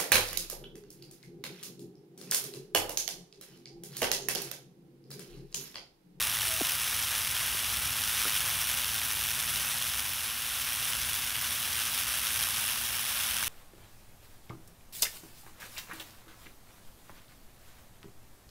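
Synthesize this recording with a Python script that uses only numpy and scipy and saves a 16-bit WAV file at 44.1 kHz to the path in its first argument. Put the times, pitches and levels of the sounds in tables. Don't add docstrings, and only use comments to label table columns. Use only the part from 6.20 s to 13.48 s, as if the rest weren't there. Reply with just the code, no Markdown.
import sys
import numpy as np
from scipy import signal
from scipy.fft import rfft, irfft
from scipy.io import wavfile
from scipy.ndimage import uniform_filter1d

SR = 44100
rng = np.random.default_rng(int(sys.argv[2]) if len(sys.argv) > 2 else 0)


def decibels_to_gain(level_db):
    exponent = np.asarray(level_db, float) / 20
    return 10 ** exponent


def materialize(psi):
    bounded = np.clip(np.atleast_2d(psi).T, -1, 1)
    quanta = np.round(bounded * 32767).astype(np.int16)
    wavfile.write(sys.argv[1], SR, quanta)


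N = 321048


def evened(x):
    return x / np.sqrt(np.mean(x ** 2) + 1e-20)


def read(points, hz):
    f, value = np.transpose(points)
    return np.interp(np.log(hz + 1), np.log(f + 1), value)


def follow(rows, column=1):
    return np.interp(np.arange(N) / SR, [r[0] for r in rows], [r[column] for r in rows])


def shaped(x, gain):
    return irfft(rfft(x) * gain(np.fft.rfftfreq(N, 1 / SR)), N)


def wobble(centre_hz, width_hz):
    def resonance(hz):
        return 1 / (1 + (2 * (hz - centre_hz) / width_hz) ** 2)
    return evened(shaped(rng.standard_normal(N), resonance))


# (time [s], level [dB])
FLOW = [(0, -30), (.5, -31.5), (1.2, -31), (1.6, -31.5), (2.1, -30.8), (2.7, -31.5), (3.2, -31.5),
        (3.55, -31), (3.85, -33), (4.25, -35), (4.5, -32.5), (5, -32.5), (5.3, -32), (5.8, -32),
        (6.3, -31.5), (6.8, -32.5), (7.28, -31.5)]


def flow_db():
    return follow(FLOW)


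def flow_change_db():
    return flow_db() - np.mean(flow_db())


# (frequency [Hz], level under the sum [dB])
SIDE_LEVEL = [(60, -53), (200, -18), (380, -11.5), (720, -11.5), (1000, -35.5), (4500, -30), (5600, -18.5),
              (6800, -56), (8200, -13.5), (10000, -8), (15000, -5)]
# (frequency [Hz], share [0..1])
TIED_SHARE = [(100, .15), (300, 0.43), (1000, 0.26), (5000, .7), (15000, .85)]
# (frequency [Hz], phase [rad])
TIED_LEAD = [(100, -1.85), (1200, -1.85), (3000, 1.57), (15000, 1.57)]


def ports(pair):
    hz = np.fft.rfftfreq(N, 1 / SR)
    share = np.clip(read(TIED_SHARE, hz), 0, 1)
    tied = share * np.exp(1j * read(TIED_LEAD, hz)) * rfft(pair[0])
    loose = np.sqrt(1 - share ** 2) * rfft(pair[1])
    side = irfft(decibels_to_gain(read(SIDE_LEVEL, hz)) * (tied + loose), N)
    return np.array([pair[0], side])


# (frequency [Hz], density [dB per Hz])
RUMBLE_COLOUR = [(15, -45), (28, -20), (45, -5), (60, 2), (100, 0.5), (130, -3.5), (170, -10), (300, -15),
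                 (450, -16.5), (650, -48.5)]


def rumble():
    start_db, sag_db_per_s, db_per_flow_db = -51., 0.09, 0.95
    gust_db, gust_hz = 1.1, 2.7
    pair = shaped(rng.standard_normal((2, N)), lambda hz: decibels_to_gain(read(RUMBLE_COLOUR, hz)))
    level_db = start_db - sag_db_per_s * np.arange(N) / SR + db_per_flow_db * flow_change_db()
    level_db = level_db + gust_db * wobble(0., gust_hz)
    return ports(pair / np.std(pair[0]) * decibels_to_gain(level_db))


# (frequency [Hz], sum level [dB], difference level [dB])
MOTOR_TONES = [(59.2, -64, -95), (236.9, -62, -77), (473.7, -75, -78), (521.2, -78, -80), (710.6, -73, -73)]


def motor():
    start_s, rise_s = 0.31, 0.31
    t, out = np.arange(N) / SR, np.zeros((2, N))
    dip_db = 0.45 * uniform_filter1d(flow_change_db(), size=SR // 2)
    for hz, sum_db, side_db in MOTOR_TONES:
        phase = 2 * np.pi * (hz * t + rng.random())
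        level = np.sqrt(2) * decibels_to_gain(dip_db + 0.4 * wobble(0., 0.9))
        out += level * np.array([decibels_to_gain(sum_db) * np.cos(phase), decibels_to_gain(side_db) * np.sin(phase)])
    return out * np.clip((t - start_s) / rise_s, .2, 1)


# (time [s], frequency [Hz], level [dB])
ENGINE = [(0, 139, -61.5), (1.7, 140.9, -61), (2.9, 140.4, -58.5), (3.5, 138, -58), (4.2, 138.8, -68.5),
          (4.75, 139.1, -57.5), (5.2, 139, -86)]
# (time [s], frequency [Hz], level [dB])
WHINE = [(1.6, 168.4, -63), (2.6, 166.6, -67.5), (3.9, 166.2, -61)]


def engines():
    t, out = np.arange(N) / SR, np.zeros((2, N))
    for rows in ENGINE, WHINE:
        start_s, end_s = rows[0][0] - 0.066, rows[-1][0]
        fade = np.clip(np.minimum(t - start_s, end_s - t) / 0.25, 0, 1)
        level = decibels_to_gain(follow(rows, column=2) + 1.4 * wobble(0., 2.9))
        phase = 2 * np.pi * np.cumsum(follow(rows)) / SR
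        out[0] += np.sqrt(2) * fade * level * np.cos(phase)
    return out


# (time [s], frequency [Hz], width [Hz], level [dB], t60 [s])
CLANK_RINGS = [
    (.255, 375, 21, -53, 0.45),
    (.275, 653, 24, -51, 1),
]


def clank():
    rise_s, side_db = .025, 1
    out = np.zeros((2, N))
    for s, centre_hz, width_hz, db, t60_s in CLANK_RINGS:
        t = np.maximum(np.arange(N) / SR - s, 0)
        ring = np.array([wobble(centre_hz, width_hz), decibels_to_gain(side_db) * wobble(centre_hz, width_hz)])
        out += ring * np.minimum(t / rise_s, 1) * decibels_to_gain(db - 60 * t / t60_s)
    return out


# (time [s], peak [dB], start pitch [Hz], end pitch [Hz], length [s])
KNOCKS = [
    (.4055, -37, 1500, 1350, .004),
    (0.407, -30, 760, 630, 0.011),
    (.408, -28.5, 517, 165, 0.0206),
    (1.347, -39, 600, 300, 0.0047),
    (2.0105, -36, 1420, 1380, .005),
    (2.029, -34, 1250, 1100, 0.003),
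    (2.0529, -27, 1410, 1250, 0.0036),
    (2.0535, -35, 620, 260, 0.0044),
    (2.064, -35, 567, 250, 0.0043),
    (2.073, -38, 450, 250, 0.0043),
]


def knocks():
    lean = -0.68
    out = np.zeros((2, N))
    for s, db, start_hz, end_hz, length_s in KNOCKS:
        u = np.linspace(0, 1, round(length_s * SR))
        pitch_hz = start_hz * (end_hz / start_hz) ** u
        thud = decibels_to_gain(db) * np.sin(np.pi * u ** .7) * np.sin(2 * np.pi * np.cumsum(pitch_hz) / SR)
        side = lean * decibels_to_gain(read(SIDE_LEVEL, np.sqrt(start_hz * end_hz)))
        start = round(s * SR)
        out[:, start:start + len(u)] += np.outer([1, side], thud)
    return out


def droplets(per_s, spread_db, cycles, count):
    size = decibels_to_gain(spread_db * np.minimum(rng.exponential(1, N), 5)) * (rng.random(N) < per_s / SR)
    kind, out = rng.integers(0, count, N), np.zeros(N)
    for k, hz in enumerate(np.geomspace(500, 14500, count)):
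        u = np.arange(400) / SR * hz / cycles
        grain = u * np.exp(-3 * u) * np.sin(2 * np.pi * cycles * u * (1 + 0.079 * u))
        grain = np.sqrt(hz) * grain / np.linalg.norm(grain)
        out += signal.oaconvolve(size * (kind == k), grain)[:N]
    return evened(out)


def sheet_flap():
    flap_hz, flap_width_hz = 111, 28
    swing = wobble(flap_hz, flap_width_hz) + 0.99 * wobble(0., 740.0) + 0.33 * wobble(5.7, 31.0)
    return 2.34 * np.tanh(swing / 2.73)


ZONE_EDGES = [1., 1800., 8300., 11800., 40000.]
# (share of the flap [ratio], own flicker [dB])
TEARING = [(0.58, 1), (0.89, 1.07), (1, .5), (0.75, 1.1)]


def torn_jet():
    drift_db, drift_hz = 0.56, 12
    depth_db = 2.5 + 0.23 * flow_change_db() + drift_db * wobble(0., drift_hz)
    flap = sheet_flap()
    hiss = 1.05 * rng.standard_normal(N)
    drops = 0.29 * droplets(per_s=7000., spread_db=2.6, cycles=3.2, count=24)
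    jet = np.array([hiss + drops, rng.standard_normal(N)])
    out = np.zeros((2, N))
    for low, high, (shared, own_db) in zip(ZONE_EDGES, ZONE_EDGES[1:], TEARING):
        def zone(hz):
            return 1 / np.sqrt((1 + (low / (hz + 1)) ** 6) * (1 + (hz / high) ** 6))
        throb_db = shared * depth_db * flap + own_db * wobble(0., 180.0)
        out += shaped(jet, zone) * evened(decibels_to_gain(throb_db))
    return out


# (frequency [Hz], density [dB per Hz])
SPRAY_COLOUR = [(180, -38), (300, -28), (535, -12.5), (1140, -4), (1540, -3), (2040, -5), (2900, 0.5),
                (3500, 0), (4440, -6.5), (5800, -3.5), (7050, -11), (8190, -9.5), (10300, -4.5),
                (13300, -8.5), (15800, -12.5)]
# (frequency [Hz], level [dB])
ECHO = [(3000, -34), (9000, -24), (12000, -17), (15000, -14)]


def spray():
    echo_s, surge_db, surge_hz = .001915, 0.44, 3.4

    def colour(hz):
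        echo = decibels_to_gain(read(ECHO, hz)) * np.exp(-2j * np.pi * hz * echo_s)
        return decibels_to_gain(read(SPRAY_COLOUR, hz)) * (1 - echo)
    out = shaped(torn_jet(), colour)
    level_db = flow_db() + surge_db * wobble(0., surge_hz)
    return ports(out / np.std(out[0]) * decibels_to_gain(level_db))


def scene():
    mid, side = rumble() + motor() + engines() + clank() + knocks() + spray()
    return np.array([mid + side, mid - side])


def band_limit(x):
    return signal.sosfilt(signal.butter(12, 16970, fs=SR, output="sos"), x)


# (frequency [Hz], gain [dB])
TOP_LIFT = [(13300, 0.), (15600, 5.)]


def record(dry):
    edge_hz, slope_hz = 15760, 40

    def response(hz):
        return decibels_to_gain(read(TOP_LIFT, hz)) * np.clip((edge_hz - hz) / slope_hz, 0, 1) ** 2
    return band_limit(shaped(dry, response))


dry = scene()
out = record(dry)
materialize(out)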